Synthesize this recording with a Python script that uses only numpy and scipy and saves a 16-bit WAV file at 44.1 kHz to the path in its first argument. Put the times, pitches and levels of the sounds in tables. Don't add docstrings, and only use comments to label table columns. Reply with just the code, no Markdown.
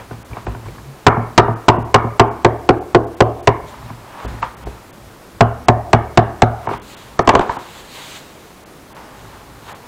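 import sys
import numpy as np
from scipy import signal
from scipy.fft import next_fast_len
from scipy.io import wavfile
from scipy.ndimage import uniform_filter1d, minimum_filter1d

SR = 44100
rng = np.random.default_rng(int(sys.argv[2]) if len(sys.argv) > 2 else 0)


def int16_out(signal):
    q = np.round(np.clip(np.atleast_2d(signal).T, -1, 1) * 32767)
    wavfile.write(sys.argv[1], SR, q.astype(np.int16))


def ratio_of_db(decibels):
    return 10 ** (np.asarray(decibels, float) / 20)


N = 435266

# t/s, level/dB, place along the rim [0-2]
BLOWS = [(1.066, 2.5, 0.14), (1.378, 3.5, 0.2), (1.683, 2, 0.088), (1.943, 1, 0), (2.196, 1.5, 0.16),
         (2.447, -2.5, 0.74), (2.69, -4.5, .98), (2.947, -3.5, 1.03), (3.205, -0.5, 1.25),
         (3.473, -2, 0.29), (5.407, 3.5, 2.04), (5.684, 3.5, 1.9), (5.931, 3, 2.5), (6.174, 3.5, 1.95),
         (6.42, 2.5, 1.92)]
# level/dB at place 0, 1, 2
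RIM_DRIVE = [(-19, -15, -18), (-14.5, -2.5, -19.5), (-11.5, -6.5, -11.5), (-6, -11, -16)]
# t/s, level/dB, bench weight/dB, hardness/dB (shell up, bend down)
ROCKS = [
    (1.125, -23, -19, 7),
    (1.168, -22, 7, 5),
    (1.435, -23, -23, 3),
    (1.482, -20, 2.5, 1.5),
    (1.738, -35, 11, -15),
    (1.775, -26, 9.5, -4),
    (2.04, -35, 15.5, -12.5),
    (3.62, -70, 7, 3),
]
# t/s, level/dB, bench weight/dB, hardness/dB
LAID_DOWN = [
    (7.192, -10, -11.5, 0),
    (7.275, -7, -10.5, 2),
    (7.291, -2.5, -25, 4.5),
    (7.337, -14, -3, -4.5),
    (7.352, -3.5, -36, 2.5),
    (7.394, -10.5, -36, 1.5),
    (7.412, -35, -3, 14),
    (7.494, -26.5, -23, 13),
    (7.568, -30.5, -13, 3),
]
# t/s, level/dB, bench weight/dB, hardness/dB
KNOCKS = [(.109, -30.5, 9.5, -5), (.31, -47, 0, 13), (.33, -37, 0, -4), (.368, -27, -2, 2.5),
          (.467, -22, 3.5, -1.5), (.547, -30.5, 7, 0.5), (.658, -38.5, -1, 3.5), (.682, -36.5, -3, -8),
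          (.782, -47, -14, 11), (3.739, -43, 7, 13), (3.827, -41, 12.5, 9), (3.901, -33.5, 11.5, 6.5),
          (4.247, -25.5, 4, -3.5), (4.337, -37, 11, -2), (4.427, -20.5, -11, 10.5),
          (4.669, -26.5, -17, -4.5), (6.671, -17, -3, 3), (6.691, -24.5, -0.5, 7), (6.711, -20, -6, -4),
          (6.737, -31, 3, 11), (6.765, -45, 2, -1)]

# f/Hz, level/dB, t60/s
BENCH = [(43.7, -21, 0.4), (73.3, -19, 0.59), (114.2, -2.5, 0.28), (153.4, -3.5, 0.11), (194, -11.5, 0.12),
         (238.5, -2.5, 0.12)]
# f/Hz, level/dB, t60/s
BEND = [(276, -15.5, 0.14), (358.6, 0, 0.087), (319, -17, 0.2), (408.8, 0, 0.078), (470, -9, 0.076),
        (517.6, -7.5, 0.1)]
# f/Hz, level/dB, t60/s
RING = [(593, -7.5, 0.047), (690.6, -2, 0.074), (826, -6, 0.054), (728.8, -5.5, 0.1), (635, -9.5, 0.03)]
# f/Hz, level/dB, t60/s
SHELL = [(900.5, -2.5, 0.038), (969, -3.5, 0.042), (1050, 1, 0.025), (1198.6, -5.5, 0.026),
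         (1316, -4.5, 0.02), (1542, -7.5, 0.014), (1811, -14, 0.022), (2196, -15, 0.021),
         (2834, -27.5, 0.044)]
# rise/s, roughness [0-1]
RISE_ROUGH = [(.012, .15), (.002, .2), (.0012, .15), (.0007, .7)]
# f/Hz, level/dB, t60/s
CRACK = [(251, 12, 0.056), (775, 11, 0.0083), (1600, -27, 0.25), (2420, -6.5, 0.02), (3680, -6.5, 0.012),
         (7660, -8, 0.0067), (16000, -19, 0.022)]

# peak t/s, level/dB, rise/s, fall/s
DRAGS = [(0, -28.5, .01, 0.072), (.118, -34, .03, .1), (.382, -30.5, 0.12, 0.089), (.466, -30, 0.008, 0.19),
         (.662, -39, .06, 0.35), (3.72, -37, 0.056, 0.87), (3.896, -33.5, .06, .06),
         (4.214, -28.5, 0.27, 0.44), (4.428, -18.5, 0.012, 0.077), (4.65, -36, 0.22, 0.35),
         (6.664, -36, 0.027, .03), (6.736, -21, 0.13, .07), (6.95, -39.5, 0.11, .9),
         (7.41, -11.5, .005, 0.045), (7.51, -24, 0.097, 0.18), (7.8, -40.5, .5, 0.34),
         (7.97, -36, 0.059, 0.37), (8.2, -43, 0.22, .07), (8.98, -33.5, 0.12, 0.46),
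         (9.34, -38.5, 0.3, 0.54), (9.69, -29.5, 0.034, 0.14), (9.75, -37, 0.23, 0.013),
         (9.86, -40, 0.1, .1)]
# peak t/s, level/dB, rise/s, fall/s
SHOVES = [(0, -25.5, .01, .06), (.2, -30, 0.18, 0.04), (.32, -20, .03, 0.058), (.494, -16, .05, 0.085),
          (.662, -23.5, 0.023, 0.29), (3.65, -27, .1, 0.063), (3.862, -26, 0.13, 0.092),
          (3.966, -35, 0.13, 0.29), (4.26, -17.5, 0.029, 0.21), (4.68, -22, 0.12, 0.12),
          (5.082, -35, .35, .13), (5.37, -34, 0.093, .01), (6.67, -33, 0.036, 0.37),
          (7.16, -36, 0.22, 0.013), (7.41, -36, .005, .055), (7.51, -32, .02, .065),
          (8.03, -42, 0.27, 0.14), (9.25, -36, 0.49, 1), (9.7, -46, 0.17, .1)]
# peak t/s, level/dB, rise/s, fall/s
WIPES = [(.44, -48, 0.61, .1), (.662, -45, .05, 0.74), (3.688, -38, .06, 0.13), (3.86, -44, .2, .2),
         (4.248, -39, 0.068, 0.33), (4.68, -43, 0.13, 0.16), (6.906, -34, 0.18, 0.37), (7.43, -40, .02, .2),
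         (7.5, -34.5, .05, 0.21), (7.8, -34, 0.54, 0.06), (7.95, -31, 0.093, 0.67),
         (8.17, -29.5, 0.62, 0.08), (9.2, -42.5, 0.17, 0.54), (9.7, -35, 0.13, 0.11), (9.86, -46, .2, .1)]
STROKE_DB = 20
# f/Hz, width/Hz, level/dB
SCRAPE = [(330, 150, -25), (600, 170, 31), (925, 380, 40), (1440, 270, 11), (2260, 410, -46)]
# f/Hz, width/Hz, level/dB
RUMBLE = [(58, 10.5, -3), (108, 21, -6), (143, 4.9, -45)]
# f/Hz, level/dB per Hz
SWISH = [(900, -6), (2300, -1), (4000, 0), (5500, -11), (6900, -5), (8400, -10), (9000, -15), (16000, -17)]
# t/s, level/dB, f/Hz
TICKS = [(0.112, -27, 1490), (.333, -26.5, 2320), (0.469, -21.5, 1550), (.468, -33, 2500),
         (0.549, -26, 1480), (.548, -38, 2400), (.685, -34, 2300), (0.785, -32, 1700), (3.739, -34, 1210),
         (4.388, -32, 1800), (4.428, -22.5, 2600)]
# t/s, length/s, f/Hz, level/dB
HUM = (.8, .19, 137, -30)

# f/Hz, t60/s
SHOP = [(150, 0.48), (400, 0.45), (800, 0.45), (1500, .42), (2500, 0.48), (4500, 0.16), (9000, 0.066)]
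# f/Hz, level/dB per Hz
AIR = [(15, -21), (30, 0), (108, 1), (335, 0.5), (659, -4), (1130, -6), (2910, -16.5), (15000, -25)]
DROPOUTS = [.24, 1.55, 1.78, 1.84, 2.3, 2.8, 3.06, 3.16, 3.42, 4.27, 4.56, 4.65, 4.92, 5.67, 6.68, 6.79,
            6.81, 6.96, 7.24, 7.58, 8.65, 8.94, 9.74]


def strikes(rows, drive_db, contact_s, crack_db):
    lanes = np.zeros((3, N))
    chance = rng.standard_normal((len(rows), 4, 9, 2))
    crack = cracks(count=len(rows))
    push = np.hanning(max(round(contact_s * SR), 3))
    push /= push.sum()
    for k, (s, db, *spot_db) in enumerate(rows):
        parts = zip((BENCH, BEND, RING, SHELL), chance[k], RISE_ROUGH, spot_db)
        body = sum(ratio_of_db(part_db) * part_rings(modes, luck, rise_s, rough)
                   for modes, luck, (rise_s, rough), part_db in parts)
        body = np.convolve(body, push)
        dull = np.hanning(3 + round(max(-.35 * db, 0)))
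        snap = np.convolve(crack[k], dull / dull.sum())
        add(body, 0, ratio_of_db(crack_db + .5 * spot_db[-1]) * snap)
        add(lanes[k % len(lanes)], s, ratio_of_db(db + drive_db) * body)
    return lanes


def on_rim(rows):
    return [(s, db, *(np.interp(place, range(3), part) for part in RIM_DRIVE)) for s, db, place in rows]


def loose(rows):
    return [(s, db, weight_db, -hard_db, 0, hard_db) for s, db, weight_db, hard_db in rows]


def part_rings(modes, chance, rise_s, rough):
    t = np.arange(SR // 3) / SR
    size_db, pitch = chance[:, 0], 1 + .004 * chance[:, 1]
    buzz = rng.standard_normal((len(modes), 80))
    ring = np.zeros(len(t))
    for k, (hz, db, t60) in enumerate(modes):
        level = ratio_of_db(db + size_db[k] - 60 * t / t60)
        wobble = 1 + rough * np.interp(t, np.arange(80) / 160, buzz[k])
        ring += (-1) ** k * level * wobble * np.sin(2 * np.pi * hz * pitch[k] * t)
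    ring *= 1 - np.exp(-(t / rise_s) ** 2)
    ring *= np.minimum(20 * (t[-1] - t), 1)
    return ring / np.sqrt(np.mean(ring[:900] ** 2))


def cracks(count):
    hz, (f, db, t60) = np.fft.rfftfreq(128, 1 / SR), np.transpose(CRACK)
    t, z = signal.stft(rng.standard_normal((count, 8192)), SR, nperseg=128)[1:]
    z = z * ratio_of_db(np.interp(hz, f, db)[:, None] - 60 * t / np.interp(hz, f, t60)[:, None])
    burst = signal.istft(z, SR, nperseg=128)[1]
    return burst / np.sqrt(np.mean(burst[:, :600] ** 2))


def drags():
    size = ratio_of_db(2.4 * np.minimum(rng.exponential(1, N), 5))
    slips = size * (rng.random(N) < 1200 / SR) * rng.standard_normal(N)
    scrape = resonances(evened(slips) + 1.3 * rng.standard_normal(N), SCRAPE)
    scrape = resonances(scrape, [(1100, 2500, 0)])
    return strokes(DRAGS) * scrape


def shoves():
    rumble = resonances(rng.standard_normal(N), RUMBLE)
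    return strokes(SHOVES) * resonances(rumble, [(90, 230, 0)])


def wipes():
    return strokes(WIPES) * noise(SWISH, patchy_db=1.2)


def strokes(rows):
    t = np.arange(0, N + 32, 32) / SR
    power = np.zeros(len(t))
    for s, db, rise, fall in rows:
        away = np.maximum((s - t) / abs(rise), (t - s) / abs(fall))
        power += ratio_of_db(db - STROKE_DB * away) ** 2
    return np.interp(np.arange(N) / SR, t, np.sqrt(power))


def ticks():
    t, out = np.arange(2000) / SR, np.zeros(N)
    t60_s = 0.022
    for s, db, hz in TICKS:
        add(out, s, ratio_of_db(db - 60 * t / t60_s) * np.sin(2 * np.pi * hz * t))
    return out


def hum():
    s, length, hz, db = HUM
    t, out = np.arange(0, length, 1 / SR), np.zeros(N)
    add(out, s, ratio_of_db(db) * np.hanning(len(t)) * np.sin(2 * np.pi * hz * t))
    return out


def shop(lanes):
    taps = np.zeros((3, SR // 2))
    slots = np.arange(260, SR // 2 - 20, 20)
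    at = slots + rng.integers(0, 20, (3, len(slots)))
    np.put_along_axis(taps, at, rng.choice([-1., 1.], at.shape), 1)
    hz, t, z = signal.stft(taps, SR, nperseg=512)
    z = z * ratio_of_db(-60 * t / read(SHOP, hz)[:, None])
    tail = signal.istft(z, SR, nperseg=512)[1]
    return signal.fftconvolve(lanes, tail / np.linalg.norm(tail[0]), axes=1)[:, :N].sum(0)


def diffused(tail):
    depth_rad, rate_hz, shine_db = 1.6, 45, 1
    wander = evened(signal.lfilter(*signal.butter(2, rate_hz, fs=SR), rng.standard_normal(N)))
    upper = signal.filtfilt(*signal.butter(2, 850, "high", fs=SR), tail)
    spread = signal.hilbert(upper, next_fast_len(N))[:N] * np.exp(1j * depth_rad * wander)
    return tail - upper + ratio_of_db(shine_db) * spread.real


def room_air():
    return ratio_of_db(-41) * noise(AIR, patchy_db=0.5)


def noise(spectrum, patchy_db):
    a, b, patches = rng.standard_normal((N // 256 + 5, 513, 3)).T
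    patches = uniform_filter1d(patches, size=12, axis=0)
    patches = evened(uniform_filter1d(patches, size=12, axis=1))
    colour_db = read(spectrum, np.fft.rfftfreq(1024, 1 / SR))[:, None]
    z = (a + 1j * b) * ratio_of_db(colour_db + patchy_db * patches)
    return evened(signal.istft(z, nperseg=1024, noverlap=768)[1][:N])


def resonances(x, peaks):
    return evened(sum(ratio_of_db(db) * signal.lfilter(*signal.iirpeak(hz, hz / width, SR), x)
                      for hz, width, db in peaks))


def evened(x):
    return x / np.sqrt(np.mean(x ** 2) + 1e-20)


def read(points, hz):
    f, value = np.transpose(points)
    return np.interp(np.log(hz + 1), np.log(f + 1), value)


def add(mix, s, sound):
    part = mix[round(s * SR):][:len(sound)]
    part += sound[:len(part)]


def scene():
    lanes = strikes(on_rim(BLOWS), drive_db=8.0, contact_s=0.00036, crack_db=-11.5)
    lanes += strikes(loose(ROCKS), drive_db=3, contact_s=.0008, crack_db=-16)
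    lanes += strikes(loose(LAID_DOWN), drive_db=-2, contact_s=0.00026, crack_db=0)
    lanes += strikes(loose(KNOCKS), drive_db=-8, contact_s=0.00019, crack_db=-11)
    thin = signal.lfilter(*signal.butter(2, 190, "high", fs=SR), lanes)
    echoes = ratio_of_db(-15.0) * diffused(shop(thin))
    slides = ratio_of_db(-4.0) * drags() + ratio_of_db(-6) * shoves() + ratio_of_db(-6.5) * wipes()
    return (lanes.sum(0) + echoes + slides + ticks() + hum() + room_air())[None]


def ducked_by_gain_control(dry):
    lag_s, fall_db_per_s, threshold_db, strength = 0.019, 127.0, -22, 0.23
    t = np.arange(N) / SR
    power = signal.lfilter([1 / 900], [1, 1 / 900 - 1], dry[0] ** 2)
    fall = t * fall_db_per_s
    held_db = np.maximum.accumulate(10 * np.log10(power + 1e-12) + fall) - fall
    over_db = np.maximum(held_db - threshold_db, 0)
    late_db = np.interp(t - lag_s, t, uniform_filter1d(over_db, size=400, origin=199))
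    return dry / ratio_of_db(strength * late_db)


def overloaded(x):
    flat = .9 * np.tanh(abs(x / .9) ** 6) ** (1 / 6) * np.sign(x)
    flat = signal.sosfilt(signal.butter(1, 22, "high", fs=SR, output="sos"), flat)
    return signal.oaconvolve(flat, signal.firwin(95, 15800, fs=SR)[None], "same")


def dim_top(flat, ducked):
    lowpass = signal.firwin(255, 8700, window=("kaiser", 7), fs=SR)
    low = signal.oaconvolve(flat, lowpass[None], "same")
    quick_db = 10 * np.log10(uniform_filter1d(np.diff(low[0], prepend=0) ** 2, size=128) + 1e-12)
    onset = quick_db - uniform_filter1d(quick_db, size=512, origin=255) > 9
    top_db = np.where(onset | (abs(ducked[0]) > .85), -15., 0)
    top_db = uniform_filter1d(minimum_filter1d(top_db, size=1100), size=128)
    return low + ratio_of_db(top_db) * (flat - low)


def drop_treble(x):
    lost = np.zeros(N)
    for s in DROPOUTS:
        add(lost, s - .012, signal.windows.tukey(1000, .6))
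    highpass = signal.firwin(127, 3600, fs=SR, pass_zero=False)
    treble = signal.oaconvolve(x, highpass[None], "same")
    return x - np.minimum(lost, 1) * treble


def roll_off(x):
    return signal.sosfilt(signal.butter(12, 16220, fs=SR, output="sos"), x)


def record(dry):
    ducked = ducked_by_gain_control(dry)
    flat = overloaded(ducked)
    mix = drop_treble(dim_top(flat, ducked))
    return roll_off(mix)


dry = scene()
out = record(dry)
int16_out(out)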